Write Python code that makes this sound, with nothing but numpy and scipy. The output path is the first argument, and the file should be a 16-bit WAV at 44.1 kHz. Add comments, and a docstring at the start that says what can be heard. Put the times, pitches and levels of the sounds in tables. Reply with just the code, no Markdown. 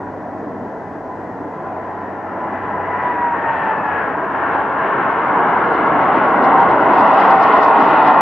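"""A twin-engined airliner lands and rolls past. First its two fans whine and beat against each other
over a distant roar, a low drone and a faint hiss. From about 3 seconds the whine falls in pitch as the
fans slow, the drone fades, and nearby reflections sweep hollow notches through the roar. The roar swells
in gusts and howls as the jets turn toward us. At its loudest there is a fine crackle like overload,
and a limiter holds the peaks."""
import sys
import numpy as np
from scipy import signal
from scipy.fft import rfft, irfft
from scipy.io import wavfile
from scipy.ndimage import uniform_filter1d, minimum_filter1d

SR = 44100
rng = np.random.default_rng(int(sys.argv[2]) if len(sys.argv) > 2 else 0)


def pcm_store(signal):
    """Save signal as 16-bit PCM."""
    levels = np.round(np.clip(np.atleast_2d(signal), -1, 1) * 32767)
    wavfile.write(sys.argv[1], SR, levels.astype(np.int16).T)


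N = 362053
TIME = np.arange(N) / SR
FRAME, HOP = 2048, 512  # noise is built in overlapping frames: their length and spacing in samples
FRAME_S = np.arange(N // HOP + 5) * HOP / SR
BIN_HZ = np.fft.rfftfreq(FRAME, 1 / SR)

# The roar grows as the jet nears. Each row: time in seconds, level in dB, strength of extra rumble.
ROAR_SWELL = [(0, -27.5, 0.5), (1.1, -28.5, 1.5), (2.2, -25, 0.5), (2.5, -23, 0.5), (3.55, -21, 5.5),
              (4.3, -21, 4.5), (5.2, -16.5, 1), (6.3, -13, -0.5), (6.9, -11.5, -0.5), (7.3, -9.5, -9),
              (8.2, -11, -8.5)]
# The roar's tone colour by direction. Each row: frequency in Hz, then dB per Hz (added to the swell)
# from the nose, the front quarter, the side and the rear quarter.
ROAR_BY_DIRECTION = [(30, -53.5, -59.5, -57.5, -53), (72, -42.5, -50.5, -53, -52),
                     (163, -34, -42.5, -41.5, -38.5), (270, -28, -38.5, -35, -29.5),
                     (563, -30, -35.5, -35, -31.5), (773, -28.5, -28.5, -30.5, -28),
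                     (1018, -35, -28, -28, -28.5), (1172, -40.5, -33.5, -31.5, -32),
                     (1848, -41.5, -32, -35.5, -39.5), (2246, -60, -50, -46.5, -47),
                     (2745, -69, -54.5, -55, -57), (3986, -80.5, -78, -76.5, -72),
                     (6650, -82.5, -97, -104.5, -101.5), (15000, -100, -101, -104, -108)]
# The time in seconds when each of those four directions faces us.
FACING_TIMES = [1.2, 3.501, 5.301, 7.6]
# Steady peaks and dips of the sound's path. Each row: frequency in Hz, half width in Hz, gain in dB.
PATH_COLOUR = [(198, 16, 2), (225, 16, -2), (290, 22, 3), (458, 20, 2.5), (510, 40, -1.5), (650, 35, 1),
               (1115, 40, 2.5), (1180, 35, -2.5), (1380, 70, 2), (2480, 90, 2), (2900, 130, 2)]
# Gusts bring surges and lulls. Each row: middle and half length in seconds, strength, treble strength.
GUSTS = [(.45, .22, .3, -.7), (.91, 0.068, -2.5, 4), (1.22, 0.072, 1.5, 2.5), (1.72, .08, 0.5, 1),
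         (2.25, 0.15, -.5, -3), (3.052, .1, 1, 2.5), (3.289, 0.067, 0, 0), (3.617, 0.16, 1, 3.5),
         (3.809, .05, 0, -3.5), (3.988, 0.099, 1.5, 3), (4.27, .06, 0, -1), (4.51, 0.13, 3, 2.5),
         (4.7, 0.057, -0.7, -2), (4.87, 0.12, .7, 2.5), (5.05, 0.074, 2, .5), (5.388, 0.1, 3.5, -1.5),
         (5.518, .025, -1.5, 2), (5.6, 0.11, 2, -.5), (5.79, .04, -1.5, 3), (6.02, .05, .3, 1.5),
         (6.187, .07, -0.5, 2), (6.284, 0.023, -1, -1.5), (6.447, 0.067, 3.5, -4.5), (6.686, .04, 2, -1.5),
         (6.77, 0.03, -1.5, 0), (7.02, .05, -0.5, .5), (7.2, .06, -0.5, 2.5), (7.3, .04, 1, 0),
         (7.388, .06, -4.5, 1), (7.53, 0.045, -2, 4), (7.65, 0.038, 0.3, -1.5), (7.72, 0.024, 0.5, -1.5),
         (7.803, .05, 1, 0.5), (7.95, 0.076, 0, 3.5), (8.091, .04, 0, 4)]
# The low body of the roar heaves. Each row: middle and half length in seconds, strength.
LOW_HEAVES = [(.5, .1, 1.5), (4.4, .3, -1.3), (6.6, .07, 0), (7, .05, 1), (7.12, .04, -1.5),
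              (7.25, .06, 2.5), (7.38, .04, 1), (7.51, 0.055, 4), (7.68, .05, -1), (7.81, .06, 3)]
# Short rasps in the treble. Each row: middle and half length in seconds, strength.
TREBLE_RASPS = [(4.33, .03, 9), (4.53, .04, 5), (4.89, .019, 5), (5.12, .015, 4), (5.27, .02, 3),
                (5.35, .02, 6), (5.57, .015, 4), (5.745, .012, 9), (5.79, .02, 5), (6.02, .02, 6),
                (6.16, .04, 4), (6.25, .012, 5), (6.438, .02, 12.5), (6.62, .025, 7), (6.705, .012, 9),
                (6.83, .06, -3), (6.97, .04, 4.5), (7.02, .017, 2), (7.18, .014, 4), (7.315, 0.011, 8),
                (7.35, .01, 3), (7.43, .014, 3), (7.57, .015, 7), (7.65, .025, 5), (7.88, .025, 4),
                (8.08, .025, 6.5)]
# Reflections cancel the direct sound, differently left and right. Each row: frequency in Hz once
# fully formed, slide in Hz per second, half width in Hz, gain in dB.
NOTCHES_LEFT = [(1985, -122, 120, -9), (2770, -155, 150, -5.5)]
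NOTCHES_RIGHT = [(2420, -61.5, 150, -16.5)]
# Shading of the right side against the left. Each row: frequency in Hz, gain in dB.
RIGHT_SHADING = [(700.0, -0.28), (1150.0, 0.33), (1450.0, -4), (1900.0, -7.5), (2200.0, 1), (2600.0, 0.3),
                 (3600.0, 0.5), (5000.0, -2)]
# How alike the two sides are. Each row: frequency in Hz, likeness from 0 to 1.
SIDE_LIKENESS = [(40, 0.67), (90, 0.56), (160, 1), (500, 0.96), (900, 1), (1500, 0.81), (2700, 0.88),
                 (4500, 0.58), (9000, 0.3)]
# How far the right side is out of step. Each row: frequency in Hz, extra phase in radians.
RIGHT_PHASE = [(100, 0), (700, 0.38), (1000, 0.19), (1290, -0.25), (1550, 0.13), (2000, -0.065),
               (2600, -.1), (3200, -0.057)]
# The fans hold their speed, then slow. Each row: time in seconds, pitch of the passing blades in Hz.
BLADE_PITCH = [(0, 974), (.55, 988), (.85, 1000), (1.1, 1006), (1.7, 1009), (2.1, 1003), (2.45, 1001),
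               (2.75, 1002), (3.05, 987), (3.3, 949.3), (3.6, 898.4), (4, 830.5), (4.3, 787), (4.8, 726)]
# The intakes' beam sweeps past. Each row: time in seconds, then dB of harmonics 1, 2 and 3.
BLADE_LEVELS = [(0, -46, -56, -81), (2.2, -38, -57, -78.5), (2.4, -35.5, -48, -75), (2.75, -32, -45, -67),
                (3.05, -20, -34, -59), (3.3, -22, -38, -67), (3.6, -26, -32.5, -52),
                (3.92, -29, -31.5, -46), (4.2, -48, -34.5, -62), (4.4, -54, -50, -70),
                (4.8, -63, -55, -74.5)]
# The whine flares and dips unevenly as the two fans beat.
# Each row: middle and half length in seconds, extra dB.
WHINE_FLARES = [(.03, .06, 17), (.33, .04, 4), (.72, .05, 6), (1.14, .07, 12.5), (1.38, .06, -5),
                (1.61, 0.043, 4.5), (1.7, 0.036, 14), (1.89, 0.041, 8), (2.08, .035, 9), (2.19, .03, 3),
                (2.3, 0.046, -5.5), (2.43, 0.043, 14.5), (2.51, .03, -6), (2.66, .04, 8), (2.995, .018, -9),
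                (3.14, .016, -11), (3.22, .035, 8), (3.32, .025, 3.5), (3.42, .014, -3), (3.5, .04, 4.5),
                (3.6, 0.021, -6), (3.7, .05, 4.5), (3.8, .018, -10), (3.89, .03, 3)]
# The drone swells and drops out briefly. Each row: middle and half length in seconds, extra dB.
DRONE_SWINGS = [(.22, .04, -7), (.55, .08, 1), (.74, .06, -10), (1, 0.11, -6.5), (1.35, 0.065, -4),
                (1.55, .07, -14), (1.9, .15, 1), (2.2, .06, -3), (2.85, 0.16, 2.5), (3.25, .06, -4)]
# Steady background hiss. Each row: frequency in Hz, level in dB per Hz.
HISS_SPECTRUM = [(100, -100), (3000, -103), (6500, -105), (8500, -117), (15000, -120)]
# Brief howls in the roar. Each row: middle and length in seconds, pitch in Hz, level in dB,
# share of the pitch lost per second.
HOWL_NOTES = [(3.99, .2, 1800, -39, .09), (4.261, .31, 986, -30.5, .03), (4.529, 0.21, 1030, -26.5, 0.13),
              (4.6, .2, 810, -26, .05), (4.759, .14, 1047, -26.5, .05), (4.879, .26, 1603, -31, .01),
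              (5.572, .1, 990, -21, .028), (5.919, .24, 1067, -23, .12), (6.453, 0.13, 1032, -17.5, .03),
              (6.58, 0.37, 782, -18, .01), (6.601, 0.37, 926, -17.5, 0.057), (6.8, 0.24, 619, -22, 0.047),
              (6.972, .2, 990, -22.5, 0.16), (7.121, .24, 660, -23, 0.028), (7.2, .4, 1080, -23, .1),
              (7.16, 0.23, 790, -22, .2), (7.351, .28, 769, -14, .15), (7.371, .28, 902, -18.5, .17),
              (7.548, .18, 1003, -18.5, .2), (7.671, .26, 1083, -20, 0.15), (7.7, .32, 907, -21, .14),
              (7.76, 0.236, 781, -22, .06), (8.05, .66, 887, -15.5, 0.0395), (8.08, 0.23, 1050, -22, 0.13),
              (8.12, 0.39, 746, -19.5, 0.017)]
# Treble crackle at the roar's loudest, before clumping. Each row: frequency in Hz, level in dB per Hz.
CRACKLE_SPECTRUM = [(1000, -110), (2500, -86.5), (4000, -83), (5200, -86.5), (6500, -100), (8000, -112),
                    (15000, -119)]


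def gain_of(db):
    """Turns decibels into a number to multiply by."""
    return 10 ** (np.asarray(db) / 20)


def unit_level(x):
    """Scales a signal to an average (rms) level of 1."""
    return x / np.sqrt(np.mean(abs(x) ** 2) + 1e-20)


def curves(rows, t):
    """Every column of a time table, read at the times t."""
    seconds, *columns = np.transpose(rows)
    return [np.interp(t, seconds, column) for column in columns]


def spectra(rows):
    """Every column of a frequency table, read at the frequencies BIN_HZ."""
    hz, *columns = np.transpose(rows)
    return np.array([np.interp(np.log(BIN_HZ + 1), np.log(hz), column) for column in columns])


def bumps(rows, x):
    """Adds up bell-shaped bumps along x."""
    return sum(height * np.exp(-((x - centre) / half_width) ** 2) for centre, half_width, height in rows)


def flutter(rate_hz, at_s=TIME):
    """A random wobble (complex numbers of size about 1) that changes about rate_hz times a second."""
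    t = np.arange(0, N / SR + 1, 1 / 1000)
    hz = np.fft.fftfreq(len(t), t[1])
    real, imag = rng.standard_normal((2, len(t)))
    wobble = np.fft.ifft((real + 1j * imag) * np.exp(-(hz / rate_hz) ** 2 / 2))
    return np.interp(at_s, t, unit_level(wobble))


def patches(frames, bins):
    """Smooth random blobs, so many frames long and so many frequency bins wide."""
    noise = rng.standard_normal((len(FRAME_S), len(BIN_HZ)))
    return unit_level(uniform_filter1d(uniform_filter1d(noise, frames, 0), bins, 1))


def stereo_noise(left_db, right_db):
    """Noise with the given levels (dB per Hz) at two points close together."""
    a, b, c, d = rng.standard_normal((4, len(FRAME_S), len(BIN_HZ)))
    left, unrelated = a + 1j * b, c + 1j * d
    likeness = np.clip(spectra(SIDE_LIKENESS), 0, 1)
    # shading and reflections shift the wave's timing (phase) wherever they change its level
    cepstrum = irfft(np.log(gain_of(right_db - left_db)))
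    phase = 2 * rfft(cepstrum[:, :FRAME // 2], FRAME).imag + spectra(RIGHT_PHASE)
    right = (likeness * left + np.sqrt(1 - likeness ** 2) * unrelated) * np.exp(1j * phase)
    frames = np.array([left * gain_of(left_db), right * gain_of(right_db)]).swapaxes(1, 2)
    _, sound = signal.istft(frames, SR, nperseg=FRAME, noverlap=FRAME - HOP, scaling="psd")
    return sound[:, :N]


def roar(patchy_db=1.3, treble_drift=0.8, top_flicker=3.0):
    """Churning jet and fan air makes noise that differs by direction and is shaken by gusts."""
    t = FRAME_S[:, None]
    # each pair: frequency in Hz, dB of change there for one unit of strength
    rumble_band = spectra([(350, 0.8), (750, 0.011)])
    heave_band = spectra([(110, 0), (200, .7), (290, 1.2), (430, 0.074)])
    gust_band = spectra([(250, 0.28), (650, 0.79)])
    treble_band = spectra([(1100, 0.062), (2600, 0.98)])
    top_band = spectra([(2800, 0.015), (5800, 0.77), (9000, .5)])
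    level_db, rumble = curves(ROAR_SWELL, t)
    facing = np.transpose([np.interp(FRAME_S, FACING_TIMES, one) for one in np.eye(len(FACING_TIMES))])
    db = level_db + facing @ spectra(ROAR_BY_DIRECTION) + bumps(PATH_COLOUR, BIN_HZ)
    db += rumble * rumble_band + bumps(LOW_HEAVES, t) * heave_band
    db += bumps([(s, half, gust * gust_band + treble * treble_band) for s, half, gust, treble in GUSTS], t)
    # swirls of air fade patches of the roar in and out; the top flickers fastest
    db += patchy_db * patches(frames=16, bins=4)
    db += treble_drift * patches(frames=18, bins=120) * treble_band
    db += (top_flicker * patches(frames=3, bins=120) + bumps(TREBLE_RASPS, t)) * top_band
    left_db = db + reflection_notches(NOTCHES_LEFT)
    right_db = db + reflection_notches(NOTCHES_RIGHT) + spectra(RIGHT_SHADING)
    return stereo_noise(left_db, right_db)


def fans(beat_hz=5.35, in_step_s=3.3, wander_hz=1.21, scatter_hz=18, octave_pan_db=3):
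    """Two fans at slightly different speeds whine and beat; rough air scatters part of each tone."""
    pitch_hz, = curves(BLADE_PITCH, TIME)
    tone_db, octave_db, third_db = curves(BLADE_LEVELS, TIME)
    near = np.exp(2j * np.pi * np.cumsum(pitch_hz + wander_hz * flutter(2.0).real) / SR)
    far = near * np.exp(-2j * np.pi * beat_hz * (TIME - in_step_s))

    def harmonic(order, far_db, scatter):
        """Both fans' tone at a whole multiple of the blade pitch."""
        both = near ** order + gain_of(far_db) * far ** order
        return unit_level((both * (1 + scatter * flutter(scatter_hz))).real)

    tone = gain_of(tone_db + bumps(WHINE_FLARES, TIME)) * harmonic(1, far_db=-8, scatter=0.34)
    octave = gain_of(octave_db) * harmonic(2, far_db=-14, scatter=0.46)
    third = gain_of(third_db) * harmonic(3, far_db=-14, scatter=0.34)
    lean_left = gain_of([[octave_pan_db], [-octave_pan_db]])
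    return tone + lean_left * octave + third


def drone(pitch_hz=97.7, sag_hz_per_s=1.3, level_db=-43.5, hold_s=2.9, fade_db_per_s=3.5, octave_db=-3):
    """A low, wavering engine note and its rougher octave sink slowly; they hold, then fade."""
    db = level_db - fade_db_per_s * np.maximum(TIME - hold_s, 0) + bumps(DRONE_SWINGS, TIME)
    tone = np.exp(2j * np.pi * np.cumsum(pitch_hz - sag_hz_per_s * TIME) / SR)
    note = unit_level((tone * (1 + .22 * flutter(rate_hz=4))).real)
    octave = unit_level((tone ** 2 * (1 + flutter(rate_hz=4))).real)
    return gain_of(db) * (note + gain_of(octave_db) * octave)


def hiss():
    """Faint, steady noise in the background."""
    return stereo_noise(spectra(HISS_SPECTRUM), spectra(HISS_SPECTRUM))


def reflection_notches(rows, start_s=3.3, full_s=4.67):
    """Reflections cut dips (in dB) that deepen between start_s and full_s and then slide steadily in frequency."""
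    t = FRAME_S[:, None]
    formed = np.clip((t - start_s) / (full_s - start_s), 0, 1)
    dips = [(hz + slide * (t - full_s), half_width, db) for hz, slide, half_width, db in rows]
    return formed * bumps(dips, BIN_HZ)


def howls(fuzz_hz=20, roughness=.85, waver_hz=6, waver_rate_hz=8):
    """Fuzzy tones swell out of the roar and fade, each wavering and sagging as the jet moves on."""
    sound = np.zeros(N)
    for middle_s, length_s, hz, db, sag in HOWL_NOTES:
        active = abs(TIME - middle_s) < length_s / 2
        t = TIME[active] - middle_s
        pitch_hz = hz * (1 - sag * t) + waver_hz * flutter(waver_rate_hz, TIME[active]).real
        tone = np.exp(2j * np.pi * np.cumsum(pitch_hz) / SR)
        fuzzy = (tone * (1 + roughness * flutter(fuzz_hz, TIME[active]))).real
        sound[active] += gain_of(db) * np.cos(np.pi * t / length_s) * unit_level(fuzzy)
    return sound


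def crackle(clicks_per_s=550, spread_db=3.2, growth=2.8, clump_db=2.8, clump_hz=22, rasp_share=0.95):
    """Tiny clicks come in clumps, a fine treble crackle like overload when the roar is loudest."""
    roar_db, _ = curves(ROAR_SWELL, TIME)
    swell_db = growth * (roar_db - roar_db.max())
    sizes = gain_of(spread_db * np.minimum(rng.exponential(1, (2, N)), 3))
    fires = rng.random((2, N)) < clicks_per_s / SR
    clicks = unit_level(sizes * fires * rng.choice([-1, 1], (2, N)))
    burst_db = clump_db * unit_level(flutter(clump_hz).real) + rasp_share * bumps(TREBLE_RASPS, TIME)
    one_snap = np.fft.fftshift(irfft(gain_of(spectra(CRACKLE_SPECTRUM)[0]))) * np.sqrt(SR / 2)
    return signal.oaconvolve(clicks * gain_of(swell_db + burst_db), one_snap[None], "same")


def scene(fade_in_s=.004):
    """All the sounds added together."""
    fade_in = np.sin(np.pi / 2 * np.minimum(TIME / fade_in_s, 1)) ** 2
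    return fade_in * (roar() + fans() + drone() + hiss() + howls() + crackle())


def record(dry, low_cut_hz=36, ceiling_db=-0.1, high_cut_hz=15500):
    """Cuts the deepest bass, turns both sides down at loud peaks (a limiter), then cuts the very top."""
    heard = signal.sosfilt(signal.butter(3, low_cut_hz, "highpass", fs=SR, output="sos"), dry)
    allowed_gain = np.minimum(1, gain_of(ceiling_db) / (abs(heard).max(0) + 1e-9))
    smooth_gain = uniform_filter1d(minimum_filter1d(allowed_gain, size=121), size=121)
    low_pass = signal.firwin(511, high_cut_hz, window=("kaiser", 9), fs=SR)
    return signal.oaconvolve(heard * smooth_gain, low_pass[None], "same")


dry = scene()
out = record(dry)
pcm_store(out)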